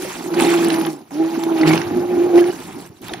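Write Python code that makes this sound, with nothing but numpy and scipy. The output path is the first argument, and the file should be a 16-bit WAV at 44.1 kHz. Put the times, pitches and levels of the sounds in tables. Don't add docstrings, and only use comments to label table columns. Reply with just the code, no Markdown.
import sys
import numpy as np
from scipy import signal
from scipy.fft import rfft, irfft, next_fast_len
from scipy.io import wavfile
from scipy.ndimage import uniform_filter1d, map_coordinates

SR = 44100
rng = np.random.default_rng(int(sys.argv[2]) if len(sys.argv) > 2 else 0)


def to_linear_factor(level_db):
    exponent = np.asarray(level_db, float) / 20
    return 10 ** exponent


def dump(signal):
    limited = np.clip(np.atleast_2d(signal).T, -1, 1)
    pcm = np.round(limited * 32767).astype(np.int16)
    wavfile.write(sys.argv[1], SR, pcm)


N = 141120

# (t/s, boom level/dB, once-a-turn thud over the boom/dB, smooth running 0-1)
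MOTOR_RUN = [(0, -25, -22, 0.04), (.18, -43, -4, 0), (.39, -14.5, -19.5, 0.2), (.88, -20, -14.5, 0.84),
             (.97, -35, -13, 0.02), (1.1, -41.5, -14, 0.44), (1.2, -14, -24, 0.7), (1.41, -24.5, -20.5, 1),
             (1.47, -18.5, -15.5, 0.86), (1.6, -19, -34.5, 0.9), (1.67, -14, -2.5, 0),
             (1.745, -15.5, -6.5, 0.96), (1.86, -28, -32, 0.4), (1.95, -18.5, -16, 0.25),
             (2.29, -18, -27, 0.1), (2.36, -5.5, -34, 0.76), (2.505, -23.5, -22, 0.16),
             (2.53, -42.5, -6.5, 0.1)]
# (t/s, f/Hz); two blades, so the shaft turns at half of this
BLADE_SPEED = [(0, 372), (.3, 352), (.36, 325), (.4, 346), (.7, 333), (.88, 327), (.96, 290), (1.12, 280),
               (1.2, 320), (1.3, 333), (1.6, 327), (1.67, 314), (1.76, 330), (1.84, 350), (2.3, 352),
               (2.36, 341), (2.5, 355)]
SIDES = np.array([[.5], [-.5]])


def unit(x):
    return x / np.sqrt(np.mean(x ** 2) + 1e-20)


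def along(points, hz):
    f, v = np.transpose(points)
    return np.interp(np.log(hz + 1), np.log(f + 1), v)


def curves(rows):
    s, *cols = np.transpose(rows)
    return [np.interp(np.arange(N) / SR, s, c) for c in cols]


def wobble(rate):
    return map_coordinates(rng.standard_normal(N // 20), [np.arange(N) * rate / SR])


def filtered(x, response):
    m = next_fast_len(N + 8192)
    return irfft(rfft(x, m) * response(np.fft.rfftfreq(m, 1 / SR)), m)[..., :N]


def uneven(draw, spread_db):
    return to_linear_factor(-spread_db * np.log(draw + 0.012))


def spread(pair, spectrum):
    # (f/Hz, left-right likeness 0-1)
    likeness = [(100, 0.91), (300, 1), (800, 0.55), (3000, 0.67), (7000, 0.34), (12000, 0.94)]

    def response(hz):
        turn = np.arccos(np.clip(along(likeness, hz), -1, 1)) / 2
        return to_linear_factor(along(spectrum, hz)) * [np.cos(turn), np.sin(turn)]

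    mid, side = filtered(pair, response)
    return unit(np.array([mid + side, mid - side]))


def patchy(patchy_db):
    z = signal.stft(rng.standard_normal((2, N)), nperseg=256)[2]
    field = uniform_filter1d(rng.standard_normal(z.shape[1:]), size=8, axis=0)
    field = uniform_filter1d(field, size=5, axis=1)
    return unit(signal.istft(z * to_linear_factor(patchy_db * unit(field)), nperseg=256)[1][:, :N])


def hiss():
    # (f/Hz, level/dB per Hz)
    hiss_color = [(40, -10), (100, 16), (300, 2), (1000, -6), (5000, -8), (15500, -7), (17000, -120)]
    return to_linear_factor(-56) * spread(patchy(patchy_db=7.5), hiss_color)


def grip():
    # (t/s, rumble level/dB)
    grip_level = [(0, -51), (.1, -47), (1.62, -66), (1.7, -34), (2.4, -44), (3.2, -44.5)]
    # (f/Hz, level/dB per Hz)
    grip_color = [(15, -46), (40, -15.5), (120, 7.5), (280, 2.5), (450, -66)]
    return to_linear_factor(curves(grip_level)[0] + 3.5 * wobble(14)) * spread(patchy(patchy_db=1.5), grip_color)


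def pot(f):
    # (f/Hz, width/Hz, level/dB)
    resonances = [(344, 34, 16), (825, 29, 3.5), (166, 48, -40), (1310, 1180, -21.5)]
    total = 0
    for k, (c, w, db) in enumerate(resonances):
        total = total + (-1) ** k * to_linear_factor(db) * 1j * f * w / (c * c - f * f + 1j * f * w)
    return total


def walls(x):
    t = np.arange(6000) / SR
    tail = rng.standard_normal((2, len(t))) * to_linear_factor(-60 * t / 0.18)
    return signal.fftconvolve(x, tail / np.linalg.norm(tail[0]), axes=1)[:, :N]


def pops(life_s):
    draw = rng.random((2, N))
    size = (draw[0] < 340 / SR) * uneven(draw[1], spread_db=4.5)
    puff = signal.fftconvolve(size, np.exp(-np.arange(800) / SR / life_s))[:N]
    return unit(puff * rng.standard_normal((2, N)))


def bubbles(count):
    d, t = rng.random((count, 4)), np.arange(256) / SR
    clump = np.cumsum(to_linear_factor(4.5 * wobble(40)))
    start = np.searchsorted(clump / clump[-1], d[:, :1])
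    hz = 2250 * 2 ** (0.597 * rng.standard_normal((count, 1)))
    ring = np.exp(-t * hz / 2.3) * np.sin(2 * np.pi * hz * t * (1 + 25 * t))
    chirp = uneven(d[:, 1:2], spread_db=3) * ring
    at = (start + np.arange(len(t))).ravel()
    direction = 7 * d[:, 2:3]
    pair = [np.bincount(at, (chirp * w(direction)).ravel(), N)[:N] for w in (np.cos, np.sin)]
    return unit(np.array(pair))


def churn():
    # (t/s, churning level/dB, spray over it/dB, slosh over it/dB)
    stirring = [(.05, -33, -3, -2.5), (.3, -40.5, -2.5, 10.5), (.41, -23.5, -8.5, 5.5), (.6, -28, -6.5, 4),
                (.87, -36, -3, 13.5), (.93, -50, 2.5, 13.5), (1.18, -42.5, -4, 8), (1.6, -34.5, -7.5, 10),
                (1.655, -32, -11.5, 12), (1.675, -19.5, -9.5, 0.5), (1.74, -26.5, -8, 12),
                (1.85, -38, -7, 8), (2.33, -41, -7, 8.5), (2.375, -28.5, -6, 2), (2.42, -38.5, -3, 5),
                (2.85, -47.5, -0.5, 10), (3.14, -38.5, -7.5, 3), (3.165, -46, -10, 6)]
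    # (f/Hz, level/dB per Hz)
    slosh_color = [(60, -44), (150, -4.5), (340, 8.5), (520, -9), (820, 0), (1600, -17), (3000, -96)]
    body_color = [(500, -28.5), (900, -4.5), (2500, -4.5), (4500, -11), (7500, -32), (10000, -100)]
    spray_color = [(3000, -7), (5500, -1.5), (8000, -2.5), (10000, -3), (12500, -9.5), (15500, -10.5),
                   (16200, -42), (17000, -120)]
    level_db, spray_db, slosh_db = curves(stirring)
    surge_db = 1.6 * wobble(29.63)
    slosh = spread(patchy(patchy_db=3.5), slosh_color) * to_linear_factor(0.5 + slosh_db + 0.86 * wobble(20))
    torn = patchy(patchy_db=4.0) + to_linear_factor(-8) * bubbles(count=5000)
    body = spread(torn, body_color) * to_linear_factor(-1 + surge_db)
    fizz = patchy(patchy_db=3.5) + to_linear_factor(-5.5) * pops(life_s=0.00024)
    spray = spread(fizz, spray_color) * to_linear_factor(1.5 + spray_db + surge_db)
    return to_linear_factor(level_db) * (slosh + body + spray)


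def drops():
    # (t/s, peak level/dB, centre f/Hz)
    droplets = [(0.4085, -12.5, 8800), (0.4189, -17, 9900), (0.4359, -14, 8720), (0.5043, -22, 8950),
                (0.6479, -21.5, 12000), (0.6848, -16, 8810), (0.7274, -20, 9490), (0.7467, -20, 10100),
                (0.7614, -31, 10100), (0.7856, -21, 10000), (0.7984, -24, 11200), (0.8165, -19, 11100),
                (0.8629, -19, 11100), (1.4381, -21, 10900), (1.9714, -32, 11400), (2.8644, -37, 12100),
                (3.015, -30, 13600), (3.0824, -29, 11800), (3.1373, -23.5, 9260), (3.1954, -38, 11400)]
    out, t = np.zeros((2, N + SR)), np.arange(1024) / SR
    f = np.fft.rfftfreq(len(t), 1 / SR)
    for s, db, hz in droplets:
        noise = rng.standard_normal((2, len(t))) + 1.5 * rng.standard_normal(len(t))
        snap = unit(irfft(rfft(noise) * np.exp(-((f - hz) / 1600) ** 2)))
        out[:, round(s * SR):][:, :len(t)] += to_linear_factor(db - 4 - 60 * t / 0.015) * snap
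    return out[:, :N]


def bloops():
    # (t/s, peak level/dB, f/Hz, time to die by 60 dB/s)
    pockets = [(.048, -22.5, 567, 0.083), (.447, -13.5, 2040, 0.026), (.449, -14.5, 4200, 0.02),
               (.469, -13.5, 3640, 0.017), (.498, -21, 3130, 0.034), (.703, -18, 4000, 0.026),
               (1.617, -18.5, 4420, 0.015), (1.633, -6.5, 1990, 0.02), (1.696, -17, 2170, 0.02),
               (1.694, -17, 4830, 0.016), (1.713, -14, 2250, 0.05), (1.735, -8.5, 2350, 0.015),
               (1.775, -16, 2750, 0.036), (2.292, -15.5, 763, 0.038), (2.378, -18, 1970, .05),
               (2.391, -26.5, 3100, 0.064), (2.417, -26, 1595, 0.067), (2.422, -19.5, 780, 0.053),
               (2.485, -33, 1660, 0.066), (2.49, -22.5, 795, 0.022), (2.504, -29, 2900, 0.042),
               (2.53, -30, 1560, 0.039), (3.032, -43, 320, 0.054), (3.095, -27.5, 1310, 0.049),
               (3.093, -24, 3660, 0.0246), (3.109, -27.5, 780, 0.078), (3.116, -22.5, 352, 0.12),
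               (3.143, -19.5, 821, 0.035)]
    # (t/s, length/s, level/dB)
    slurps = [
        (1.921, 0.15, -27.5),
        (2.11, .1, -23),
    ]
    out, t = np.zeros(N + SR), np.arange(8192) / SR
    for s, db, hz, t60 in pockets:
        blur = .09 * np.cumsum(rng.standard_normal(len(t)))
        ring = np.sin(2 * np.pi * hz * t * (1 + .4 * t) + blur)
        out[round(s * SR):][:len(t)] += to_linear_factor(db - 60 * t / t60) * (1 - np.exp(-t / .0008)) * ring
    for s, length, db in slurps:
        u = np.clip(t / length, 0, 1)
        hz = 185 + (293.3 - 185) * np.sqrt(u)
        swell = to_linear_factor(db + 5.4 * wobble(37)[:len(t)]) * np.sin(np.pi * u)
        out[round(s * SR):][:len(t)] += swell * np.sin(2 * np.pi * np.cumsum(hz) / SR)
    return out[:N]


def splats():
    # (t/s, peak level/dB, f/Hz, left over right/dB)
    gobs = [(0.3407, -15.5, 1370, 1), (0.399, -4.5, 2140, -4), (0.7024, -10, 1240, -6),
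            (0.7408, -9, 1260, 0), (0.812, -14.5, 1360, 1), (0.8497, -13, 3200, 0), (0.8679, -16, 3320, 15),
            (1.436, -12, 1270, 3), (1.612, -11, 1245, 6.5), (1.6772, -8.5, 2490, -3),
            (1.7337, -8, 2280, -8), (1.777, -10.5, 2600, -6), (1.816, -16.5, 1540, -13.5),
            (2.357, -13.5, 1180, 6), (2.441, -16, 1920, 1), (3.083, -17.5, 3140, 3),
            (3.1356, -10.5, 3270, 3)]
    # (f/Hz, level/dB per Hz)
    spit_color = [(400, -35), (1500, 13), (3500, 5.5), (6500, 2.5), (9000, -15), (16000, -25)]
    out, spits, kick = np.zeros((2, N + SR)), np.zeros((2, N + SR)), np.zeros(N)
    t = np.arange(2600) / SR
    for s, db, hz, pan_db in gobs:
        start = round(s * SR)
        gain = to_linear_factor(db - 0.5 + SIDES * (pan_db - 2.5)) * (1 - np.exp(-t / 0.00035))
        noise = rng.standard_normal((2, len(t))) + 2.0 * rng.standard_normal(len(t))
        pop = to_linear_factor(-60 * t / 0.0049) * np.sin(2 * np.pi * hz * t * (1 + 12 * t))
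        out[:, start:][:, :len(t)] += gain * pop
        spits[:, start:][:, :len(t)] += gain * to_linear_factor(-16.5 - 60 * t / 0.019) * noise
        kick[start] = to_linear_factor(db - 26)
    spit = filtered(spits[:, :N], lambda f: to_linear_factor(along(spit_color, f)))
    thump = filtered(kick, lambda f: pot(f) * 1j * f / (150 + 1j * f))
    return out[:, :N] + spit + thump


def whine():
    boom_db = curves(MOTOR_RUN)[0]
    phase = np.cumsum(7530 + 60 * wobble(90)) * 2 * np.pi / SR
    return to_linear_factor(-66 - .15 * (boom_db + 30) + 7 * wobble(6)) * np.sin(phase)


def brushes():
    # (multiple of the shaft speed, level/dB)
    bars = [(36, -56.5), (72, -52.5)]
    turn = np.cumsum(curves(BLADE_SPEED)[0] * (1 + .014 * wobble(900))) * np.pi / SR
    running = np.clip((curves(MOTOR_RUN)[0] + 42) / 12, 0, 1)
    return running * sum(to_linear_factor(db + 2.3 * wobble(50)) * np.sin(k * turn) for k, db in bars)


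def motor():
    # (t/s, boom change/dB, half length/s)
    gulps = [(0.272, -4, 0.025), (0.376, 1, 0.0085), (0.448, 10.5, 0.01), (1.308, -6, 0.026),
             (1.545, 0.5, 0.019), (1.631, 6, 0.017), (2.079, -9, 0.019), (2.2, 3, 0.11),
             (2.239, -1, 0.0063), (2.268, 10, .01), (2.278, -8, 0.02), (2.323, -5.5, .012),
             (2.383, 5, 0.0072), (2.496, 8.5, 0.012)]
    # (multiple of the shaft speed, level under the boom before the pot/dB, gain by smooth running/dB)
    overtones = [(4, -0.5, 10.5), (5, -3, 26.5), (6, -10, 10)]
    blade_hz, = curves(BLADE_SPEED)
    boom_db, thud_db, smooth = curves(MOTOR_RUN)
    gulp_db = sum(db * np.exp(-((np.arange(N) / SR - s) / half) ** 2) for s, db, half in gulps)
    lumpy = 1 - 0.61 * np.clip(smooth, 0, 1)
    turn = np.cumsum(blade_hz * (1 + .02 * lumpy * wobble(60))) * np.pi / SR
    even = np.cumsum(blade_hz) * np.pi / SR
    bite = to_linear_factor(3 * lumpy * wobble(60))
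    boom = unit(bite * np.sin(2 * turn)) * to_linear_factor(-1) * (boom_db > boom_db[-1])
    thud = to_linear_factor(thud_db + 0.68 * wobble(24.26)) * np.sqrt(2) * np.sin(even)
    upper = 0
    for k, db, gain_db in overtones:
        level = to_linear_factor(db - 10.5 + gain_db * (smooth - 1) + 3 * wobble(30.06))
        upper = upper + level * np.abs(pot(k * blade_hz / 2)) * np.sin(k * turn)
    rough = unit(filtered(patchy(patchy_db=0.5)[0], lambda f: pot(f) * f ** 2 / (f ** 2 + 120 ** 2)))
    return to_linear_factor(boom_db + gulp_db) * (boom + thud + to_linear_factor(-5) * lumpy * rough + upper)


def scene():
    hits = splats() + drops() + bloops()
    return motor() + brushes() + whine() + churn() + grip() + hits + to_linear_factor(-11.5) * walls(hits)


def starved(x):
    # (f/Hz, half width/Hz, share of time dropped)
    dips = [(8000, 800, .66), (11350, 650, .5), (14100, 300, .6)]
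    hz, t, z = signal.stft(x, SR, nperseg=1024)
    keep = np.tile((hz < 16100)[:, None], len(t))
    frame = np.minimum(np.arange(len(t)), N // 512 - 1)
    for c, w, share in dips:
        for band in (hz > c - w) & (hz <= c), (hz > c) & (hz < c + w):
            power = np.mean(np.abs(z[:, band]) ** 2, (0, 1))
            whole = np.mean(np.abs(z) ** 2, (0, 1))
            db = 10 * np.log10(power / whole ** 0.82) + 3.0 * wobble(20)[::512][frame]
            keep[band] &= db > np.quantile(db, share)
    return signal.istft(z * keep, SR, nperseg=1024)[1][:, :N]


def band_limit(x):
    return signal.sosfilt(signal.butter(12, 16370, fs=SR, output="sos"), x)


def record(dry):
    # (closes t/s, reopens t/s, depth/dB, sinking time/s)
    ducks = [
        (0.942, 1.105, -14, 0.11),
        (2.868, 3.015, -13, .03),
    ]
    # (f/Hz, left over right/dB)
    lean = [(60, 1.5), (240, -2.5), (950, -1.5), (3770, -5.5), (15000, 1.5)]
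    # (f/Hz, left ahead of right/radians)
    lead = [(0, 0.5), (3200, -1.07), (5600, 1.5), (6700, -4), (8000, -6), (9200, 1.02)]
    t = np.arange(N) / SR
    duck_db = 0
    for a, b, db, sink in ducks:
        duck_db = duck_db + db * np.clip(np.minimum((t - a) / sink, (b - t) / .003 + 1), 0, 1)

    def ports(hz):
        return to_linear_factor(along(lean, hz) * SIDES) * np.exp(1j * along(lead, hz) * SIDES)

    x = filtered(dry * to_linear_factor(duck_db) + hiss(), ports)
    x = starved(x / (1 + np.abs(x / .97) ** 6) ** (1 / 6))
    return band_limit(x)


dry = scene()
out = record(dry)
dump(out)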